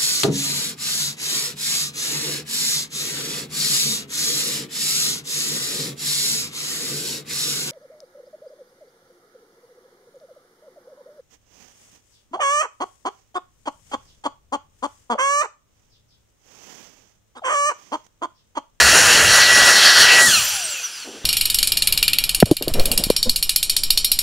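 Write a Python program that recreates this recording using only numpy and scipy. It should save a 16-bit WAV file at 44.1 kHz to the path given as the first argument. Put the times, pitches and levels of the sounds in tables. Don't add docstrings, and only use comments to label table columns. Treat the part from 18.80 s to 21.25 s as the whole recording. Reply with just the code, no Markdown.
import sys
import numpy as np
from scipy import signal
from scipy.fft import rfft, irfft, next_fast_len
from scipy.io import wavfile
from scipy.ndimage import uniform_filter1d, map_coordinates

SR = 44100
rng = np.random.default_rng(int(sys.argv[2]) if len(sys.argv) > 2 else 0)


def gain_from_db(level_db):
    decades = np.asarray(level_db, float) / 20
    return 10 ** decades


def unload_audio(sound):
    columns = np.transpose(np.atleast_2d(sound))
    steps = np.round(np.clip(columns, -1, 1) * 32767)
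    wavfile.write(sys.argv[1], SR, steps.astype(np.int16))


N = 107868
TIME_S = np.arange(N) / SR

# time_s, shaft_hz
POWERED_SHAFT = [
    (0, 1927),
    (.3, 1958),
    (.75, 1943),
    (1.2, 1947),
    (1.47, 1934),
]
# time_s, nearness_db, turn (no unit), tilt (no unit), whine_db
HAND = [(0, 0, 0.13, 0.069, -20.5), (.2, -0.5, -0.19, 0.093, -26), (.4, -0.5, -0.14, 0.24, -25.5),
        (.52, -1, 0.11, 0.063, -24), (.58, -1.5, -0.04, 0.035, -17), (.63, -1.5, 0.91, 0.42, -22.5),
        (.72, -1.5, 0.16, 0.16, -15), (.9, -1, 0.25, 0.13, -17), (.98, -1.5, 0.75, 0.13, -24),
        (1.15, -1.5, 1.06, 0.24, -22), (1.22, 0, 0.75, -0.095, -23.5), (1.3, -3, 1.1, 0.92, -17.5),
        (1.4, -2, -0.15, 0.0067, -12), (1.47, -3.5, -0.25, -1.56, -15), (1.51, 2, 0.65, -1.45, -32),
        (1.66, 4, 0.65, 0.021, -55.5), (2.05, 5.5, -0.032, -0.52, -78), (2.44, 4, -0.3, 0, -79)]
# pitch_hz, width_hz, level_db, change_db_per_turn, change_db_per_tilt
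CASING = [(196, 330, -18.5, -2.5, -3), (658, 550, -8.5, -4, 3.5), (1404, 350, 0, -1, 3),
          (1667, 388, 1, -1, 4.5), (2747, 356, -4, -2.5, 13), (3125, 410, -5.5, 3.5, 3.5),
          (4360, 570, -6, 4.5, -1), (5580, 555, -5.5, 1.5, 0), (6850, 860, -7.5, -3, -2.5),
          (8640, 1100, -14.5, -2, -4), (9910, 530, -8.5, -2.5, -3), (11180, 2140, -21, -1, -0.5),
          (13160, 1600, -21.5, -0.5, -4.5), (14800, 2400, -32.5, 0, -3)]
# pitch_hz, width_hz, level_db
DUCT = [(740, 320, -18.5), (1480, 286, -8), (2916, 640, 0.5), (3225, 540, 1), (4520, 870, -6.5),
        (5910, 400, 0.5), (7070, 450, -5), (7500, 220, -0.5), (8920, 990, -9), (9400, 320, -6),
        (10380, 420, -9), (12000, 560, -11.5), (12770, 950, -15), (15800, 850, -18)]
# multiple (no unit), level_db, panel_hz, width_hz
PANELS = [(2, -22, 2530, 90), (2, -22, 2800, 260), (2, -23, 3330, 350), (2, -33, 3880, 150),
          (1, -29, 1420, 230), (1, -43, 780, 220), (3, -15, 4200, 230), (4, -22, 6200, 150),
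          (4, -24, 6950, 300), (5, -25, 7600, 200), (5, -26, 8900, 450), (5, -32, 2640, 200),
          (6, -40, 2800, 120), (3, -24, 5350, 250)]
# time_s, level_db
BUFFET = [(0.0, -39), (0.05, -33), (0.21, -34.5), (0.47, -31.5), (0.69, -44), (0.74, -26), (0.78, -48),
          (0.83, -31), (0.86, -53), (1.21, -60), (1.28, -41), (1.37, -55), (1.43, -46), (1.54, -49),
          (1.58, -37), (1.68, -48.5), (2.04, -64), (2.44, -60)]
# pitch_hz, level_db_per_hz
RUMBLE = [(15, -41), (25, 3), (46, -5), (59, -4.5), (102, -4), (140, -10), (180, -6), (310, -120)]
# pitch_hz, level_db_per_hz
WORKSHOP = [(59, -50), (100, -17), (258, -13), (386, -7.5), (627, -23), (843, -13.5), (1230, -8.5),
            (4100, -9), (15500, -49)]
# centre_s, level_db, length_s, pitch_hz, width_hz
PUFFS = [
    (.055, -22.5, 0.028, 64.6, 25),
    (1.59, -37, 0.029, 153, 70.5),
]
# pitch_hz, width_hz, rms_level_db
TUBE = [(15300, 500, -33), (13450, 350, -26), (12100, 300, -28), (10490, 300, -24), (9500, 250, -36),
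        (8600, 300, -27), (7450, 480, -29), (6500, 250, -42), (5930, 220, -26), (4950, 200, -34),
        (4400, 250, -39)]
# pitch_hz, width_hz, level_db
GRIP = [(237, 99, -7), (330, 140, -0.5), (437, 130, 1.5), (610, 300, -9)]

OFF_S, BALANCE_HZ, DRAG_PER_S = 1.463, 394.4, 0.87
ROAR_DB, ROAR_POWER = -11, 4.26
FAN_DB, FAN_POWER = -12, 1.7
DULLING = 0.5
BLOWN = 0.73
BLADES, BLADE_END_S = 13, 2.265
OCTAVE_DB, OCTAVE_HZ = -17, 14000
JUDDER_S, JUDDER_DB, JUDDER_RISE_S, JUDDER_FADE_DB_PER_S, UNEVEN_DB = 2.24, -37, 0.025, 64, 2.5
WORKSHOP_DB, ROOM_DB, ROOM_T60_S = -46, -20, 0.3
WIDEN = 1.59
LOW_EDGE_HZ, TOP_HZ = 52, 15730


def unit(x):
    return x / np.sqrt(np.mean(x ** 2) + 1e-20)


def curves(rows):
    knots_s, *columns = np.transpose(rows)
    return [np.interp(TIME_S, knots_s, column) for column in columns]


def wobble(rate):
    knots = rng.standard_normal(int(N * rate / SR) + 4)
    return map_coordinates(knots, [np.arange(N) * rate / SR])


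def filtered(x, response):
    size = next_fast_len(N + 8192)
    spectrum = rfft(x, size) * response(np.fft.rfftfreq(size, 1 / SR))
    return irfft(spectrum, size)[..., :N]


def modes(rows, f):
    hz, width, db = np.transpose(rows)[:3, :, None]
    damping = 1j * f * WIDEN * width
    once = damping / (hz ** 2 - f * f + damping)
    sign = (-1.) ** np.arange(len(rows))[:, None]
    return sign * gain_from_db(db) * once * np.abs(once)


def turbulence(patchy_db):
    cells = signal.stft(rng.standard_normal(N), nperseg=512)[2]
    patches = uniform_filter1d(rng.standard_normal(cells.shape), size=8, axis=0)
    patches = uniform_filter1d(patches, size=8, axis=1)
    return signal.istft(cells * gain_from_db(patchy_db * unit(patches)), nperseg=512)[1][:N]


def coloured(points, patchy_db):
    points_hz, points_db = np.transpose(points)

    def response(f):
        return gain_from_db(np.interp(np.log(f + 1), np.log(points_hz), points_db, -120, -120))

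    return unit(filtered(turbulence(patchy_db), response))


def shaft_hz():
    powered, = curves(POWERED_SHAFT)
    coast = DRAG_PER_S * np.clip(TIME_S - OFF_S, 0, None)
    return BALANCE_HZ / np.tan(np.arctan(BALANCE_HZ / powered) + coast)


def roar(speed, turn, tilt):
    bands = filtered(turbulence(patchy_db=1.5), lambda f: modes(CASING, f))
    casing = np.array(CASING)
    aim_db = casing[:, 3:4] * turn + casing[:, 4:5] * tilt
    aimed = (gain_from_db(aim_db) * bands).sum(0) / np.std(bands.sum(0))
    return gain_from_db(ROAR_DB + 1.24 * wobble(25.62)) * speed ** ROAR_POWER * aimed


def fan(speed):
    bands = filtered(turbulence(patchy_db=1), lambda f: modes(DUCT, f))
    powers = FAN_POWER + DULLING * np.array(DUCT)[:, :1] / 10000
    hiss = (speed ** powers * bands).sum(0) / np.std(bands.sum(0))
    ring_left = 1 - BLOWN * speed ** 3
    return gain_from_db(FAN_DB + 0.83 * wobble(20)) * ring_left * hiss


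def whine(hz, whine_db):
    turns = 2 * np.pi * np.cumsum(hz) / SR + 0.22 * wobble(60)
    out = gain_from_db(whine_db + 0.5 * wobble(30.8)) * np.sin(turns)
    for multiple, db, panel_hz, width in PANELS:
        ring = np.exp(-((multiple * hz - panel_hz) / width) ** 2)
        out = out + gain_from_db(db + wobble(49.8)) * ring * np.sin(multiple * turns)
    return np.sqrt(2) * out


def room(x):
    t = np.arange(SR // 2) / SR
    tail = rng.standard_normal(len(t)) * gain_from_db(-60 * t / ROOM_T60_S)
    return gain_from_db(ROOM_DB) * signal.fftconvolve(x, tail / np.linalg.norm(tail))[:N]


def buffet():
    level_db, = curves(BUFFET)
    gusts = gain_from_db(1.9 * wobble(13.96)) * coloured(RUMBLE, patchy_db=1.0)
    return gain_from_db(level_db) * unit(gusts)


def workshop():
    return gain_from_db(WORKSHOP_DB) * coloured(WORKSHOP, patchy_db=5.5)


def puff():
    out = np.zeros(N)
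    for centre_s, db, length_s, hz, width in PUFFS:
        t = TIME_S - centre_s
        swell = np.exp(-(t / length_s) ** 2)
        out += gain_from_db(db) * swell * np.sin(2 * np.pi * hz * t + wobble(width))
    return out


def blade_tone(hz):
    tone_hz = BLADES * hz
    phase = 2 * np.pi * np.cumsum(tone_hz) / SR
    wave_hz, width, db = np.transpose(TUBE)[:, :, None]

    def tube(f):
        power = 2 * gain_from_db(2 * db) / (1 + ((f - wave_hz) / width) ** 2) ** 3
        return np.sqrt(power.sum(0)) * (f < SR / 2)

    octave_level = gain_from_db(OCTAVE_DB) * (2 * tone_hz / OCTAVE_HZ) ** 2 * tube(2 * tone_hz)
    fade_db = 2 * wobble(70) - 300 * np.clip(TIME_S - BLADE_END_S, 0, None)
    return gain_from_db(fade_db) * (tube(tone_hz) * np.sin(phase) + octave_level * np.sin(2 * phase))


def judder():
    t = TIME_S - JUDDER_S
    knocks = gain_from_db(UNEVEN_DB * wobble(70)) * rng.standard_normal(N)
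    shake = unit(filtered(knocks, lambda f: modes(GRIP, f).sum(0)))
    rise = np.clip(t / JUDDER_RISE_S, 0, 1)
    return gain_from_db(JUDDER_DB - JUDDER_FADE_DB_PER_S * np.abs(t)) * rise * shake


def scene():
    hz = shaft_hz()
    speed = hz / POWERED_SHAFT[0][1]
    near_db, turn, tilt, whine_db = curves(HAND)
    air = gain_from_db(near_db) * (roar(speed, turn, tilt) + fan(speed))
    blower = air + whine(hz, whine_db) + blade_tone(hz)
    mono = blower + room(blower) + buffet() + workshop() + puff() + judder()
    return np.array([mono, mono])


def low_pass(x):
    return signal.sosfilt(signal.butter(12, 16880, fs=SR, output="sos"), x)


def record(dry):
    held = dry / (1 + np.abs(dry / 0.9) ** 6) ** (1 / 6)
    mix = filtered(held, lambda f: (f < TOP_HZ) / np.sqrt(1 + (LOW_EDGE_HZ / (f + 1)) ** 8))
    return low_pass(mix)


dry = scene()
out = record(dry)
unload_audio(out)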